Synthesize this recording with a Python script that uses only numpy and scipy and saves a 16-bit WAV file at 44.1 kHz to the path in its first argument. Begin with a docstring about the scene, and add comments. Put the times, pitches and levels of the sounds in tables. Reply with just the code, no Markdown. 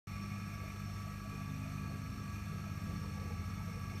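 """A mains-driven diaphragm air pump comes in almost at once, close by on a wooden shelf indoors, and runs
steadily: its armature hums, its valves buzz and air hisses through the ringing housing. Behind it,
over a low room rumble and dull burbles, what seems to be an engine outside idles, muffled by the walls.
The idle sags until just past two seconds; then the engine speeds up a little to the end."""
import sys
import numpy as np
from scipy import signal
from scipy.fft import rfft, irfft, next_fast_len
from scipy.io import wavfile
from scipy.ndimage import uniform_filter1d, map_coordinates

SR = 44100
rng = np.random.default_rng(int(sys.argv[2]) if len(sys.argv) > 2 else 0)


def dump_mix(stems):
    """Bounce the given channels to the path in sys.argv[1] as a 16-bit WAV at rate SR."""
    frames = np.atleast_2d(stems).T  # one column per channel
    limited = np.clip(frames, -1, 1)  # hard clip at full scale
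    pcm = np.round(limited * 32767).astype(np.int16)
    wavfile.write(sys.argv[1], SR, pcm)


N = 176400
MAINS_HZ = 50.02

# The colour of air passing the valves. Each row: frequency in Hz, relative level in dB.
AIR_SPECTRUM = [(150, 4.5), (400, 0), (560, 0), (850, -1), (1020, -1), (1380, -4.5), (1520, -18),
                (1750, -1), (2050, -3), (2550, 0.5), (3200, -9.5), (4000, -8.5), (4850, -15), (5200, -6),
                (6400, -9.5), (7300, -11.5), (9200, -13.5), (10400, -21), (11500, -16.5), (12900, -20.5),
                (14500, -16), (15200, -23)]


def hum():
    """The swinging armature thumps the case: low multiples of the mains rate that crest together."""
    # The hum's partials. Each row: multiple of the mains rate, level in dB.
    partials = [(1, -57.5), (2, -47), (3, -53), (4, -51), (6, -68.5), (14, -74.5)]
    waver_db = 0.8
    phase = 2 * np.pi * strokes()
    return sum(amp(db) * unit(amp(waver_db * wobble(4.92)) * np.cos(k * phase)) for k, db in partials)


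def valve_buzz():
    """The valves slap on every stroke: a comb of partials, a few of them strong."""
    # The strong partials. Each row: multiple of the mains rate, level in dB.
    partials = [(22, -76.5), (23, -59.5), (24, -72), (26, -64.5), (27, -80.5), (29, -77.5), (32, -77),
                (33, -68.5), (34, -72), (36, -78), (38, -74), (41, -77), (45, -74), (48, -76), (49, -70.5),
                (52, -88), (53, -78), (54, -76.5), (55, -78)]
    strong = sum(amp(db) * partial(k * strokes(), waver_db=1.5, drift_rad=0.33, rate=6.69)
                 for k, db in partials)
    # The faint comb is one cycle in the colour of the air, looped once a stroke.
    orders = np.arange(20, 60)
    comb = np.zeros(2048, complex)
    phases = 2 * np.pi * rng.random(len(orders))
    comb[orders] = amp(along(AIR_SPECTRUM, orders * MAINS_HZ)) * np.exp(1j * phases)
    cycle = irfft(comb)
    faint = np.interp(strokes(), np.arange(len(cycle)) / len(cycle), cycle, period=1)
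    return strong + amp(-77) * unit(faint)


def air_hiss():
    """Air rushes through the valves, its treble finely coloured by nearby walls."""
    walls_db = 4.5 * rng.uniform(-2, 2, 512)
    ripple_db = lambda hz: map_coordinates(walls_db, [hz / 70], mode="mirror") * np.minimum(hz / 5000, 1)
    air = unit(filtered(puffs(), lambda hz: amp(along(AIR_SPECTRUM, hz) + ripple_db(hz))))
    return amp(-58.5 + 0.45 * wobble(13)) * air


def housing_rattle():
    """Each uneven stroke rattles the housing: a steady ring, and a rasp that swells and fades."""
    # The housing's resonances. Each row: centre in Hz, width in Hz, level in dB.
    modes = [(1157, 41, -65.5), (1280, 86, -62.5), (1639, 48, -68), (2663, 78, -77), (3523, 29, -76),
             (4369, 65, -71.5), (6220, 52, -74.5), (12230, 310, -74.5)]
    # The two rasping resonances. Each row: centre in Hz, width in Hz.
    rasp_modes = [(2205, 56), (2435, 51)]
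    # Their swells. Each row: time in seconds, level of the lower in dB, level of the upper in dB.
    rasp_levels = [(0, -66.5, -63), (.6, -61, -60.5), (1, -69, -69), (1.7, -67.5, -60), (2.14, -68, -73),
                   (2.36, -75, -59.5), (2.55, -69.5, -69.5), (3.4, -64, -71.5), (4, -63, -65.5)]
    chatter_db, uneven_db, waver_db = 3.5, 1.0, 1.1
    rattle = amp(chatter_db * np.cos(2 * np.pi * strokes()) + uneven_db * wobble(MAINS_HZ))
    ring = sum(amp(db + waver_db * wobble(5.59)) * ringing(rattle * puffs(), hz, width)
               for hz, width, db in modes)
    rasp = sum(amp(db) * ringing(rattle * puffs(), hz, width)
               for (hz, width), db in zip(rasp_modes, curves(rasp_levels)))
    return ring + rasp


def valve_whistle():
    """Air in the valves sings a thin whistle that comes and goes."""
    # The whistle's swells. Each row: time in seconds, level in dB.
    levels = [(0, -69), (.4, -66.5), (.55, -68.5), (.8, -69), (.9, -63.5), (1.05, -72), (1.4, -70),
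              (1.6, -78), (1.95, -77), (2.1, -66.5), (2.4, -72.5), (2.7, -71), (3.05, -67), (3.55, -69.5),
              (3.9, -64.5)]
    return amp(curves(levels)[0]) * ringing(puffs(), centre_hz=5472, width_hz=107)


def engine_drone():
    """Muffled firing harmonics follow the engine's speed; three boom in the room, beating with the hum."""
    # The engine's run. Each row: time in seconds, firing rate in Hz, level in dB before the walls.
    run = [(0, 40.32, -42.5), (1.0, 38.49, -61), (1.3, 38.1, -54), (1.55, 37.42, -50), (1.95, 37.57, -47),
           (2.15, 36.79, -49), (2.4, 38.07, -55), (2.6, 40.26, -45.5), (2.85, 41.82, -45),
           (3.1, 41.95, -50.5), (3.5, 42.75, -45.5), (4, 43.35, -45.5)]
    # What walls and room do to the weaker harmonics. Each row: frequency in Hz, gain in dB.
    wall_gain = [(36, -16), (43, -24), (112, -6), (122, -17.5), (128, -9.5), (187, -18), (200, -13),
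                 (210, -12), (225, -15.5), (250, -16.5), (262, -16.5)]
    # The room boom. Each row: time in seconds, then the levels of harmonics 2, 4 and 7 in dB.
    boom_levels = [(0, -62, -75, -88), (1.1, -60, -54.5, -90), (1.3, -62, -56, -59), (1.6, -54, -50, -52.5),
                   (1.87, -53, -52, -58), (2.15, -61, -53, -56), (2.35, -48, -55.5, -69),
                   (2.53, -59, -45, -81), (2.72, -49, -56.5, -62), (2.95, -51, -47, -57.5),
                   (3.15, -48, -52.5, -70), (3.4, -44, -56, -69), (3.65, -51, -49, -73),
                   (3.87, -50, -56, -72), (4, -51, -57, -78)]
    firing_hz, level_db = curves(run)
    turns = np.cumsum(firing_hz) / SR + 0.012 * wobble(9)  # slightly uneven firing
    harmonic = lambda k, waver_db: partial(k * turns, waver_db, drift_rad=0.12, rate=7.3)
    muffled = sum(amp(along(wall_gain, k * firing_hz)) * harmonic(k, waver_db=4) for k in (1, 3, 5, 6))
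    boom = sum(amp(db) * harmonic(k, waver_db=0.8) for k, db in zip((2, 4, 7), curves(boom_levels)))
    return amp(level_db) * muffled + boom


def burbling_roar():
    """A rough, burbling midrange: patchy noise that grows a little louder towards the end."""
    # The roar's colour. Each row: frequency in Hz, relative level in dB.
    spectrum = [(150, -24), (330, 9.5), (470, 5), (570, -5), (660, 9.5), (740, -7.5), (850, 7.5),
                (1100, -12.5), (1500, -9), (2500, -24), (6000, -79)]
    # The roar's swells. Each row: time in seconds, level in dB.
    levels = [(0, -67), (1.1, -69), (1.35, -65.5), (1.6, -63), (2.3, -67), (2.6, -62.5), (3.0, -61.5),
              (3.3, -61.5), (3.6, -64), (4, -62.5)]
    return amp(curves(levels)[0]) * patchy(noise(spectrum), depth_db=5)


def burbles():
    """Short, hollow swells of narrow noise in the background."""
    # Each row: crest time in seconds, centre in Hz, width in Hz, half-length in seconds, crest in dB.
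    swells = [(0.337, 700, 90, 0.037, -64), (0.555, 665, 70, 0.034, -64), (0.633, 480, 120, 0.037, -61),
              (.655, 650, 70, .04, -61), (0.76, 407, 200, 0.019, -59), (0.905, 700, 70, .05, -62.5),
              (1.076, 675, 50, .025, -59), (1.264, 686, 60, 0.0099, -60), (1.345, 376, 89.5, 0.031, -56),
              (1.377, 790, 110, 0.041, -66), (1.42, 676, 70, 0.018, -60.5), (1.9, 690, 70, .025, -59.5),
              (1.933, 400, 180, 0.037, -57.5), (2.21, 397, 150, .04, -60.5),
              (2.555, 450, 110, 0.035, -59.5), (2.903, 434, 150.4, 0.042, -59),
              (2.918, 670, 50, .025, -62.5), (3.058, 457, 130, 0.046, -58), (3.061, 945, 60.54, .03, -63),
              (3.17, 790, 60, 0.014, -58.5), (3.225, 489.3, 40, 0.037, -57), (3.312, 474, 40, 0.027, -55),
              (3.32, 800, 60, 0.048, -60), (3.401, 364, 100, 0.022, -59.5), (3.612, 845.6, 60, 0.035, -60),
              (3.69, 478.7, 49.9, 0.021, -60), (3.775, 463.3, 40, .03, -58), (3.923, 680, 80, 0.018, -61),
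              (3.945, 388, 40, 0.029, -58)]
    t, out = np.arange(N) / SR, np.zeros(N)
    for crest_s, hz, width, half_s, db in swells:
        swell = np.exp(-((t - crest_s) / half_s) ** 2)
        burble = unit(swell * ringing(rng.standard_normal(N), hz, width))
        out += amp(db) * np.sqrt(np.mean(swell ** 2)) * burble
    return out


def room_rumble():
    """Low noise that fills the room."""
    # The rumble's colour. Each row: frequency in Hz, relative level in dB.
    spectrum = [(15, -2.5), (32, -35), (48, 6), (62, 7), (80, 6), (105, 6.5), (125, 7), (165, 5), (215, 3),
                (250, -5), (310, -9), (380, -18), (450, -33), (800, -25.5), (2000, -60)]
    # Its rise and fall. Each row: time in seconds, level in dB.
    levels = [(0, -51), (.35, -48.5), (1.1, -53), (1.6, -52), (2.2, -48), (2.45, -50.5), (2.75, -49.5),
              (3.1, -50.5), (4, -54)]
    return amp(curves(levels)[0]) * noise(spectrum)


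def strokes():
    """Strokes of the armature counted since the start."""
    return MAINS_HZ * np.arange(N) / SR


def puffs():
    """Turbulent air, swelling twice a stroke."""
    return rng.standard_normal(N) * (1 + 0.12 * np.sin(2 * np.pi * 2 * strokes()))


def amp(db):
    """Decibels to gain."""
    return 10 ** (np.asarray(db) / 20)


def unit(x):
    """x scaled to rms 1."""
    return x / np.sqrt(np.mean(x ** 2) + 1e-20)


def along(points, hz):
    """The value at hz between (Hz, value) points on a log axis."""
    freqs, values = np.transpose(points)
    return np.interp(np.log(hz + 1), np.log(freqs + 1), values)


def curves(rows):
    """One value per sample for each column after the time."""
    times, *columns = np.transpose(rows)
    return [np.interp(np.arange(N) / SR, times, column) for column in columns]


def wobble(rate):
    """A smooth random curve, rate knots a second."""
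    return map_coordinates(rng.standard_normal(512), [np.arange(N) * rate / SR], mode="mirror")


def filtered(x, response):
    """x shaped by a gain that depends on frequency."""
    size = next_fast_len(N + SR // 2)
    return irfft(rfft(x, size) * response(np.fft.rfftfreq(size, 1 / SR)), size)[:N]


def noise(spectrum):
    """Coloured noise of rms 1."""
    return unit(filtered(rng.standard_normal(N), lambda hz: amp(along(spectrum, hz))))


def partial(turns, waver_db, drift_rad, rate):
    """A sine of rms 1 that wavers in level and phase."""
    phase = 2 * np.pi * (turns + rng.random()) + drift_rad * wobble(rate)
    return unit(amp(waver_db * wobble(rate)) * np.sin(phase))


def patchy(x, depth_db, size=1024):
    """x with random gains over short patches of time and pitch, at rms 1."""
    frames = signal.stft(x, nperseg=size)[2]
    patches = uniform_filter1d(rng.standard_normal(frames.shape), size=3, axis=0)
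    patches = uniform_filter1d(patches, size=5, axis=1)
    return unit(signal.istft(frames * amp(depth_db * unit(patches)), nperseg=size)[1][:N])


def ringing(x, centre_hz, width_hz):
    """x through one resonance with steep skirts, at rms 1."""
    peak = lambda hz: 1j * hz * width_hz / (centre_hz ** 2 - hz ** 2 + 1j * hz * width_hz)
    return unit(filtered(x, lambda hz: peak(hz) * np.exp(-((hz - centre_hz) / (3 * width_hz)) ** 2)))


def scene():
    """The pump in front; the engine, the burbles and the rumble behind."""
    pump = hum() + valve_buzz() + air_hiss() + housing_rattle() + valve_whistle()
    return (pump + engine_drone() + burbling_roar() + burbles() + room_rumble())[None]


def record(dry):
    """The sound cuts in after a moment of silence, with the very top of the treble removed."""
    start_s, fade_s, top_hz = 0.07, 0.0015, 15330
    fade_in = np.clip((np.arange(N) / SR - start_s) / fade_s, 0, 1)
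    return filtered(dry[0] * fade_in, lambda hz: hz < top_hz)[None]


dry = scene()
out = record(dry)
dump_mix(out)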